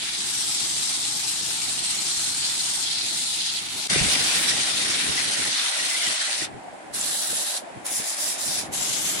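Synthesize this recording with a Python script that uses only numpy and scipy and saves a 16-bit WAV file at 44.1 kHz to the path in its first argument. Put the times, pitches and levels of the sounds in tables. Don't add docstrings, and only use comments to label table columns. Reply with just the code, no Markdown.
import sys
import numpy as np
from scipy import signal
from scipy.fft import rfft, irfft, next_fast_len
from scipy.io import wavfile
from scipy.ndimage import uniform_filter1d

SR = 44100
rng = np.random.default_rng(int(sys.argv[2]) if len(sys.argv) > 2 else 0)


def level_to_linear(level):
    exponent = np.asarray(level, float) / 20
    return 10 ** exponent


def master_out(mix):
    frames = np.transpose(np.atleast_2d(mix))
    ceiling = np.clip(frames, -1, 1)
    pcm = np.round(ceiling * 32767).astype(np.int16)
    wavfile.write(sys.argv[1], SR, pcm)


N = 405719
T = np.arange(N) / SR
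STEP = 32
SLOW = np.arange(0, N + STEP, STEP) / SR
HZ = np.fft.rfftfreq(next_fast_len(N), 1 / SR) + 1e-3

# (start [s], end [s])
SCENE_CHANGE_S = (3.873, 3.899)
GRIP_START_S = [
    0,
    .17,
    2.85,
    3.885,
    6.7,
    7.75,
    8.7,
]
# (frequency [Hz], level per Hz [dB])
PAD_SWEEP_COLOUR = [(590, -54), (1000, -30), (1380, -15), (1550, -18), (2060, -12.5), (2970, -8.5),
                    (3490, -4), (4100, -2.5), (5850, -9), (8740, -6.5), (10300, -9.5), (12200, -23),
                    (15500, -31)]
PAD_FAR_COLOUR = [(590, -42), (1000, -17.5), (1390, -13.5), (1690, -14.5), (2620, -9.5), (3180, -6.5),
                  (3490, -4), (4150, -2.5), (4490, -2.5), (6560, -5), (8540, 0.5), (11800, -15.5),
                  (14100, -28), (15500, -30.5)]
PAD_NEAR_COLOUR = [(590, -38.5), (1000, -10), (1240, -9), (1490, -3.5), (1680, -4.5), (1920, -1.5),
                   (2740, -3), (3610, 0), (4440, -1.5), (5920, -2), (6950, -4.5), (9150, 0), (11000, -8.5),
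                   (13200, -36), (15500, -36)]
STRIP_COLOUR = [(590, -49), (1000, -15), (1430, -9.5), (1560, -7.5), (2420, -12.5), (2740, -7.5),
                (3370, -5), (3830, -1), (4920, -2.5), (6870, -2.5), (7610, 2), (8540, -1.5), (10000, 3),
                (12500, -14), (15500, -23)]
STRIP_AGAIN_COLOUR = [(590, -40.5), (1000, -13), (1430, -13), (1620, -8), (2340, -9), (2940, -10),
                      (3610, -6.5), (4390, -6.5), (5340, -2.5), (6050, -4), (7440, 0), (8440, -3.5),
                      (9800, 2), (12500, -14), (15500, -23)]
GROOVE_COLOUR = [(590, -39), (1000, -11), (1300, -12), (1580, -9.5), (1820, -13), (2040, -9.5), (3180, -7),
                 (4700, -7.5), (7440, 0), (8640, -5), (9910, -3), (12500, -11.5), (13500, -25),
                 (15500, -26)]
# (frequency [Hz], level difference [dB])
FAR_LEAN = [(900, 3), (1500, -0.5), (4200, -1), (5000, 6), (6800, 4.5), (8300, 0.5), (10000, -2.5),
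            (11800, -3), (13000, -13.5)]
NEAR_LEAN = [(1000, 4), (2000, 2), (2500, 4.5), (3700, 0), (5000, 2.5), (7000, -1), (9000, -1.5),
             (11000, -2), (12000, -9.5), (13000, -31)]
STRIP_LEAN = [(1000, 9), (1700, 0), (2400, 2), (3800, -1), (5200, 2), (7500, 0.5), (9000, -2.5),
              (10300, -0.5), (12000, -2), (13500, -12.5)]
GROOVE_LEAN = [(1000, 4), (2500, -1), (5000, 2.5), (7000, 5), (8500, 1), (9800, -4), (11500, 3),
               (12500, -11), (13500, -15)]
# (frequency [Hz], width [Hz], level [dB])
RESONANCES = [(9000, 320, -0.5), (3670, 320, 1), (1890, 230, 1), (15170, 3800, 4)]
# (time [s], level [dB])
PRESSURE_LEVEL = [
    [(0, -37.5), (.07, -34), (.4, -31), (1.5, -32.5), (2.7, -31.5), (3.3, -32), (3.57, -35.5),
     (3.66, -38.5), (3.875, -32)],
    [(3.895, -26), (4.3, -27.5), (5.0, -30), (6.1, -30.5), (6.44, -32.5), (7.0, -33.5), (7.9, -35.5),
     (8.6, -34), (9.2, -31.5)],
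]
# (fine grit [dB], wood body [dB], share of pressure the body feels [0-1])
BALANCE = [(-1.5, -7, 0.3), (.5, -9, 0.1), (-1, -9, 0), (-2.5, -4.5, 0.81), (3, -10, 0.6), (4, -9.5, 0.8),
           (1.5, -9, .5)]
# (time [s], length [s], rasp [dB], fine grit
# [dB])
PAPER_SLIDES = [(.04, 0.25, 1, -2), (.56, 0.12, 2, -0.5), (2.403, 0.1, 4, -1), (2.814, 0.24, 3.5, -1.5),
                (2.92, 0.17, -0.5, -1.5), (3.118, 0.18, -0.5, 1.5), (3.366, 0.24, 6, -0.5),
                (4.076, 0.088, 1.5, 0.5), (4.458, 0.067, 4, 2.5), (5.488, 0.14, 3.5, -0.5),
                (6.03, 0.091, 2, 1.5), (7.92, .1, 2, 4), (8.462, 0.23, 3.5, -1), (8.884, 0.11, 2, 0)]
# (time [s], half length [s], fine grit level [dB])
SLACKENINGS = [(1.66, 0.025, -1), (1.81, 0.024, -3.5), (8.03, 0.059, -6.5), (8.16, 0.052, -7.5),
               (8.37, 0.044, -10.5), (9.17, .04, -5.5)]
# (time [s], half length [s], level [dB])
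WOOD_THUMPS = [(3.3, 0.074, -4), (3.9, 0.033, -0.5), (3.96, 0.052, 2.5), (4.15, 0.027, 3.5),
               (5.2, 0.023, 6), (5.31, 0.076, -1), (5.5, 0.046, -2), (5.9, .12, -0.5), (5.99, .05, -0.5),
               (6.08, 0.064, 2.5), (6.21, .04, 2), (6.38, .06, -2.5)]
# (time off [s], time back on [s], level [dB])
PAPER_LIFTS = [
    (6.446, 6.941, -40),
    (7.576, 7.858, -32),
    (8.591, 8.739, -15),
    (8.663, 8.721, -30),
]
# (time [s], half length [s], level [dB])
FINEST_DUST = [(3.1, 0.37, -4), (3.6, .2, 0.5), (3.98, 0.086, -12), (4.13, .04, 7), (4.28, 0.057, 7),
               (4.42, .08, 10), (4.62, 0.15, -8.5), (4.95, .15, 1), (5.3, 0.17, -1), (5.55, 0.056, -6),
               (5.95, .12, 2), (6.3, 0.19, -7), (7.25, 0.4, 1), (8.22, 0.089, 1), (8.5, .1, 3),
               (8.9, 0.18, -3)]
# (time [s], level [dB])
LATHE_LEVEL = [
    [(0, -54), (.4, -52), (3.35, -51.5), (3.6, -53.5), (3.87, -49.5)],
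    [(3.9, -42.5), (4.43, -44), (4.95, -47.5), (6.14, -48), (7.2, -48.5), (7.5, -46), (8.11, -48),
     (8.64, -45), (9.2, -48)],
]
# (frequency [Hz], level per Hz [dB])
DRONE_FAR_COLOUR = [(60, -45), (200, -6.5), (400, -7), (480, -17.5), (560, -8.5), (680, -6), (800, -1.5),
                    (950, -4.5), (1100, -10), (1500, -12), (3000, -34), (9000, -60)]
DRONE_NEAR_COLOUR = [(120, -74), (330, -15), (430, -19), (590, -3), (670, -4.5), (760, -1.5), (860, -5),
                     (1150, -14.5), (2050, -13.5), (2800, -21), (5000, -28.5), (8400, -39), (10300, -46),
                     (12500, -50)]
# (time [s], level [dB])
BREEZE_LEVEL = [
    [(0, -57), (1.1, -55), (3.87, -59)],
    [(3.9, -46), (4.15, -49.5), (4.4, -53.5), (5.45, -52.5), (5.6, -68), (7.0, -66.5), (8.4, -63),
     (8.52, -55), (9.2, -54)],
]
# (time [s], half length [s], level [dB])
AIR_GUSTS = [(3.97, .06, 3), (4.06, .06, 8), (5.1, 0.022, 13.5), (5.4, .04, 2), (5.63, 0.045, 10),
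             (5.82, 0.036, 8), (6.09, 0.045, 19), (6.43, 0.081, 16), (6.55, 0.093, 20), (6.69, 0.055, 5),
             (7.02, 0.18, 12.5), (7.32, .05, 10), (7.67, 0.043, -5), (7.77, 0.027, 19), (8.0, .06, 13),
             (8.48, 0.036, 11.5), (8.8, .05, 7)]
AIR_LULLS = [(5.0, .05, -8), (5.34, 0.05, -15), (5.74, .06, -22), (5.94, .08, -6), (6.19, 0.069, -16),
             (6.3, .1, -7), (6.79, 0.076, -11), (7.26, 0.039, -16), (7.43, .03, -20), (7.53, 0.092, -31),
             (7.87, 0.035, -6), (8.09, 0.088, -33), (8.21, 0.091, -11), (8.35, 0.072, -8.5)]
# (frequency [Hz], level per Hz [dB])
RUMBLE_COLOUR = [(8, -50), (15, -18), (30, -9), (60, -5.5), (140, 4.5), (190, -1), (260, -38), (500, -70)]
FLUTTER_COLOUR = [(60, -70), (130, -41), (190, -1), (300, 2.5), (420, -2), (520, -5), (1000, -71)]
# (time [s], peak level [dB], pitch [Hz])
AIR_PUFFS = [(3.924, -24, 170), (3.957, -20, 110), (3.959, -12.5, 386), (3.972, -19, 140),
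             (3.985, -22, 133), (4.005, -22, 55), (4.012, -16, 151), (4.035, -17, 194), (4.066, -23, 76),
             (4.162, -22, 300), (5.1, -34, 132), (5.395, -21.5, 305), (6.42, -22, 330), (7.33, -20, 552),
             (7.77, -37, 117), (8.0, -27, 455), (8.49, -32, 152)]
# (frequency [Hz], level per Hz [dB])
HISS_COLOUR = [(3000, -17), (5600, -13), (7500, -4), (10300, -6), (11000, -18), (12700, -24), (14500, -13),
               (15600, -18)]
# (time [s], level [dB])
SQUEAL_LEVEL = [
    [(0, -58), (.4, -58), (1.7, -48), (1.95, -46), (2.7, -46.5), (2.9, -47), (3.7, -49), (6.4, -44),
     (6.5, -90)],
]
# (time [s], peak level [dB])
SQUEAL_BEADS = [(1.7851, -25), (1.8699, -28), (1.9218, -30), (1.9852, -30), (2.058, -29), (2.1079, -27),
                (2.1433, -29), (2.2336, -27), (2.3114, -32), (2.4062, -28), (2.4436, -27), (2.502, -32),
                (2.5549, -30), (2.6023, -21), (2.6572, -31), (2.7055, -28), (2.7659, -31), (2.8328, -27)]
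# (time [s], peak level [dB], pitch [Hz])
GRIT_SNAGS = [(1.7894, -18, 8400), (1.8944, -22, 4200), (2.2344, -20, 4190), (4.1124, -18, 4200),
              (4.1524, -26, 3280), (4.4797, -16, 3980), (7.011, -14, 7200), (7.864, -14.5, 9300)]
# (time [s], peak level [dB], pitch [Hz])
NECK_RINGS = [(3.9128, -23, 2250), (3.9538, -17, 2405), (4.0645, -22, 2140), (4.1129, -19, 2440),
              (4.1493, -16, 2350), (4.279, -21, 2350), (4.3878, -21, 2270), (4.4816, -22, 2380),
              (4.513, -19, 1900), (4.5617, -25, 1940), (4.9016, -25, 2680), (4.9365, -28, 2660),
              (5.176, -21, 2000), (5.3626, -24, 1850), (5.5302, -24, 2820), (5.6589, -22, 2000),
              (5.7332, -25, 1980), (5.795, -23, 1890), (5.8335, -25, 2030), (5.9118, -23, 2040),
              (5.9467, -17.5, 2050), (6.0141, -21.5, 2120), (6.0665, -17.5, 1950), (6.2106, -23, 1753),
              (6.274, -23, 2000), (6.4127, -27, 1935)]
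# (time [s], peak level [dB], pitch [Hz])
BEARING_KNOCKS = [(6.49, -35, 773), (6.58, -40, 766), (6.635, -38, 721), (6.681, -31, 738),
                  (6.749, -39, 775), (6.801, -37, 647), (6.828, -39, 781), (6.866, -34, 794),
                  (6.879, -35, 773)]
# (frequency [Hz], level [dB])
SILENCE_LIMIT = [(40, -21), (200, -18), (400, -13), (500, -6.5), (600, -9), (800, -16), (1100, -12),
                 (1600, -15), (2700, -11), (4500, -12.5), (6000, -20), (10800, -22), (11800, -7),
                 (13000, -3.5), (16000, -6)]


def rms_one(x):
    return x / np.sqrt(np.mean(np.mean(x, axis=0) ** 2) + 1e-20)


def in_time(spans):
    s, *columns = np.transpose(np.vstack(spans))
    return [np.interp(SLOW, np.sort(s), c) for c in columns]


def at_hz(points, hz=HZ):
    table_hz, table_db = np.transpose(points)
    return np.interp(np.log(hz), np.log(table_hz), table_db)


def gain_of(db, times=T):
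    return np.array([np.interp(times, SLOW, level_to_linear(row)) for row in np.atleast_2d(db)])


def coloured_noise(white, gain):
    size = next_fast_len(N)
    return rms_one(irfft(rfft(white, size) * gain, size)[..., :N])


def drift(rate, channels=1):
    r = np.exp(-2 * np.pi * STEP * rate / SR)
    white = rng.standard_normal((channels, len(SLOW) + 2000))
    slow = signal.lfilter([1], [1, -2 * r, r * r], white)[:, 2000:]
    return slow / slow.std(axis=1, keepdims=True)


def peaks(rows):
    return sum(db * np.clip(1 - np.abs(SLOW - s) / half, 0, 1) for s, half, db in rows)


def hold(start, end, rise, fall):
    return np.clip(np.minimum((SLOW - start) / rise, (end - SLOW) / fall), 0, 1)


def bursts(events, cycles, width):
    out = np.zeros((2, N))
    for s, db, hz in events:
        start = round(s * SR)
        t = np.arange(min(round(8 * cycles / hz * SR), N - start)) / SR
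        phase = 0.67 * rng.choice([-1, 1]) * np.array([[1], [-1]])
        wave = np.sin(2 * np.pi * hz * t + phase) + width * rng.standard_normal((2, len(t)))
        lean = level_to_linear(2.0 * rng.standard_normal((2, 1)))
        age = t * hz / cycles
        out[:, start:start + len(t)] += level_to_linear(db) * lean * wave * age * np.exp(1 - age)
    return out


def hand():
    mean_db = -32
    edge_s, lift_s, land_s = 0.036, 0.06, .022
    settle_db, settle_s = -6.5, 0.15
    pressure, = in_time(PRESSURE_LEVEL)
    grip = np.searchsorted(GRIP_START_S, SLOW, "right") - 1
    fine, body, felt = np.transpose(BALANCE)[:, grip]
    coarser, duller = sum(np.outer((rasp_db, fine_db), hold(s, s + length, edge_s, edge_s))
                          for s, length, rasp_db, fine_db in PAPER_SLIDES)
    slack = peaks(SLACKENINGS)
    lifted = sum(db * hold(off, on, lift_s, land_s) for off, on, db in PAPER_LIFTS)
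    settling = sum(settle_db * hold(on - land_s, on + settle_s, land_s, settle_s)
                   for _, on, _ in PAPER_LIFTS[:2])
    rasp_db = pressure + coarser + 0.58 * slack + lifted + settling
    body_db = mean_db + body + felt * (pressure - mean_db)
    body_db = body_db + .1 * slack + peaks(WOOD_THUMPS) + 0.56 * lifted
    fine_db = pressure + fine + duller + slack + lifted + 0.3 * settling
    return rasp_db, body_db, fine_db


def rasp(grain_db, shared_db, patchy_db):
    uneven = np.minimum(rng.exponential(1, (2, N)), 6)
    grit = rng.standard_normal((2, N)) * level_to_linear(grain_db * uneven)
    middle_db, body_db, fine_db = hand()
    tremble = shared_db * (drift(18.0) + 0.64 * drift(46) + 1.1 * drift(140))
    centres = np.geomspace(800, 16000, 12)
    patches = patchy_db * drift(21, channels=2 * len(centres)).reshape(-1, 2, len(SLOW))
    zones = [(1200, 3000), (3000, 6300), (6300, 12500)]   # body, middle, fine [Hz]
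    zone_log_hz = np.log([2300, 4300, 7500])
    cuts = [round(s * SR) for s in GRIP_START_S] + [N]
    out, dust_db = np.zeros((2, N)), peaks(FINEST_DUST)
    colours = (PAD_SWEEP_COLOUR, PAD_FAR_COLOUR, PAD_SWEEP_COLOUR, PAD_NEAR_COLOUR,
               STRIP_COLOUR, STRIP_AGAIN_COLOUR, GROOVE_COLOUR)
    leans = (FAR_LEAN, FAR_LEAN, FAR_LEAN, NEAR_LEAN, STRIP_LEAN, STRIP_LEAN, GROOVE_LEAN)
    for colour, lean, a, b in zip(colours, leans, cuts, cuts[1:]):
        size = next_fast_len(b - a)
        hz = np.fft.rfftfreq(size, 1 / SR) + 1e-3
        ringing = sum(db / (1 + (2 * (hz - centre_hz) / width) ** 2) for centre_hz, width, db in RESONANCES)
        tilt = at_hz(lean, hz) / 2 * np.array([[1], [-1]])
        tone = rfft(grit[:, a:b], size) * level_to_linear(at_hz(colour, hz) + ringing + tilt)
        power = 2 * np.abs(tone.mean(axis=0)) ** 2 / size / (b - a)
        own_db = [10 * np.log10(power[(hz >= low) & (hz < high)].sum()) for low, high in zones]
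        for k, centre in enumerate(centres):
            weights = [np.interp(np.log(centre), zone_log_hz, row) for row in np.eye(len(zones))]
            level_db = sum(w * (db - own) for w, db, own in zip(weights, (body_db, middle_db, fine_db), own_db))
            level_db = level_db + dust_db * np.interp(centre, [10000, 14000], [0, 1])
            share = np.interp(np.log(hz), np.log(centres), np.arange(len(centres)) == k)
            band = irfft(tone * share, size)[:, :b - a]
            out[:, a:b] += band * gain_of(level_db + tremble + patches[k] - 0.22, T[a:b])
    return out


def flexing(x, depth_db):
    _, _, cells = signal.stft(x, SR, nperseg=1024)
    field = rng.standard_normal(cells.shape[1:]) + 0.76 * rng.standard_normal(cells.shape)
    for _ in range(2):
        field = uniform_filter1d(uniform_filter1d(field, size=7, axis=1), size=6, axis=2)
    gain = level_to_linear(depth_db * field / field.std() - 0.24)
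    return signal.istft(cells * gain, SR, nperseg=1024)[1][:, :N]


def lathe():
    white = rng.standard_normal((2, N))
    far = coloured_noise(white, level_to_linear(at_hz(DRONE_FAR_COLOUR)))
    near = coloured_noise(white, level_to_linear(at_hz(DRONE_NEAR_COLOUR)))
    drone = np.where(T < SCENE_CHANGE_S[1], level_to_linear(3.0) * far, level_to_linear(2.5) * near)
    hump = signal.sosfilt(signal.butter(2, 1000, fs=SR, output="sos"), drone)
    lumps_db = np.minimum(3.94 * drift(23) + 2.5 * drift(45, channels=2), 6)
    return gain_of(in_time(LATHE_LEVEL)[0]) * (drone + (gain_of(lumps_db) - 1) * hump)


def wind():
    calm_db, flutter_far_db, flutter_near_db = -55, -52.5, -46.5
    breeze, gusts, lulls = in_time(BREEZE_LEVEL)[0], peaks(AIR_GUSTS), peaks(AIR_LULLS)
    flutter = np.where(SLOW < SCENE_CHANGE_S[1], flutter_far_db, flutter_near_db)
    flutter = flutter + 0.53 * (breeze - calm_db) + 0.41 * gusts + 0.26 * lulls
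    return breeze + gusts + lulls, flutter


def air():
    rumble_db, flutter_db = wind()
    white = rng.standard_normal((2, N))
    white = white + 0.06 * white[::-1]
    low = coloured_noise(white, level_to_linear(at_hz(RUMBLE_COLOUR)))
    high = coloured_noise(white, level_to_linear(at_hz(FLUTTER_COLOUR)))
    lumps_db = 1.63 * drift(10.0, channels=2) + 1.0 * drift(22)
    gusts = gain_of(rumble_db + lumps_db + 1.5) * low + gain_of(flutter_db + lumps_db - 0.3) * high
    return gusts * level_to_linear([[-0.3], [0.3]]) + level_to_linear(-7.0) * bursts(AIR_PUFFS, cycles=0.75, width=.05)


def hiss():
    return level_to_linear(-59.5) * coloured_noise(rng.standard_normal((2, N)), level_to_linear(at_hz(HISS_COLOUR)))


def squeal():
    centre_hz, width_hz = 4240, 150
    rise_s, half_s, usual_db, lift_db = .008, 0.017, -32.5, 7.5
    line = 1 / (1 + (2 * (HZ - centre_hz) / width_hz) ** 2)
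    tone = coloured_noise(rng.standard_normal((2, N)), line)
    beads = peaks([(s + rise_s, half_s, lift_db + db - usual_db) for s, db in SQUEAL_BEADS])
    return tone * gain_of(in_time(SQUEAL_LEVEL)[0] + beads + 2.5 * drift(22))


def snags():
    band = signal.butter(2, [3000, 10500], "band", fs=SR, output="sos")
    return level_to_linear(-6.5) * signal.sosfilt(band, bursts(GRIT_SNAGS, cycles=14, width=.45))


def neck_rings():
    return level_to_linear(-6.5) * bursts(NECK_RINGS, cycles=9.0, width=0.085)


def bearing_knocks():
    return level_to_linear(-2.5) * bursts(BEARING_KNOCKS, cycles=2.5, width=.02)


def scene():
    sanding = flexing(rasp(grain_db=1.9, shared_db=0.58, patchy_db=1.34), depth_db=1.25)
    out = sanding + lathe() + air() + hiss() + squeal() + snags() + neck_rings() + bearing_knocks()
    start, end = SCENE_CHANGE_S
    gap_db = np.interp(T, [start, start + 0.0055, 3.886, end - .003, end], [0, -19, -12.0, -10, 0.5])
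    return out * level_to_linear(gap_db)


def silence_weak_bands(x, scatter_db):
    hz, _, cells = signal.stft(x, SR, "cosine", 2048)
    edges = np.unique(np.cumsum(np.clip(np.arange(140) ** 2 // 330, 4, 8)) - 4)
    edges = np.append(edges[edges < 520], np.arange(520, len(hz), 5))
    widths = np.diff(np.append(edges, len(hz)))
    power = np.add.reduceat(np.abs(cells) ** 2, edges, axis=1)
    mean = power[:, hz[edges] > 1200].sum(axis=1, keepdims=True) / len(hz)
    limit_db = at_hz(SILENCE_LIMIT, hz[edges] + 40)[:, None]
    limit_db = limit_db + scatter_db * rng.standard_normal(power.shape[1:])
    kept = power / widths[:, None] > mean * level_to_linear(2 * limit_db)
    return signal.istft(cells * np.repeat(kept, widths, axis=1), SR, "cosine", 2048)[1][:, :N]


def band_limit(x):
    return signal.sosfilt(signal.butter(12, 15750, fs=SR, output="sos"), x)


def record(dry):
    rounded = .9 * np.tanh(dry / .9)
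    return band_limit(silence_weak_bands(rounded, scatter_db=3.5))


dry = scene()
out = record(dry)
master_out(out)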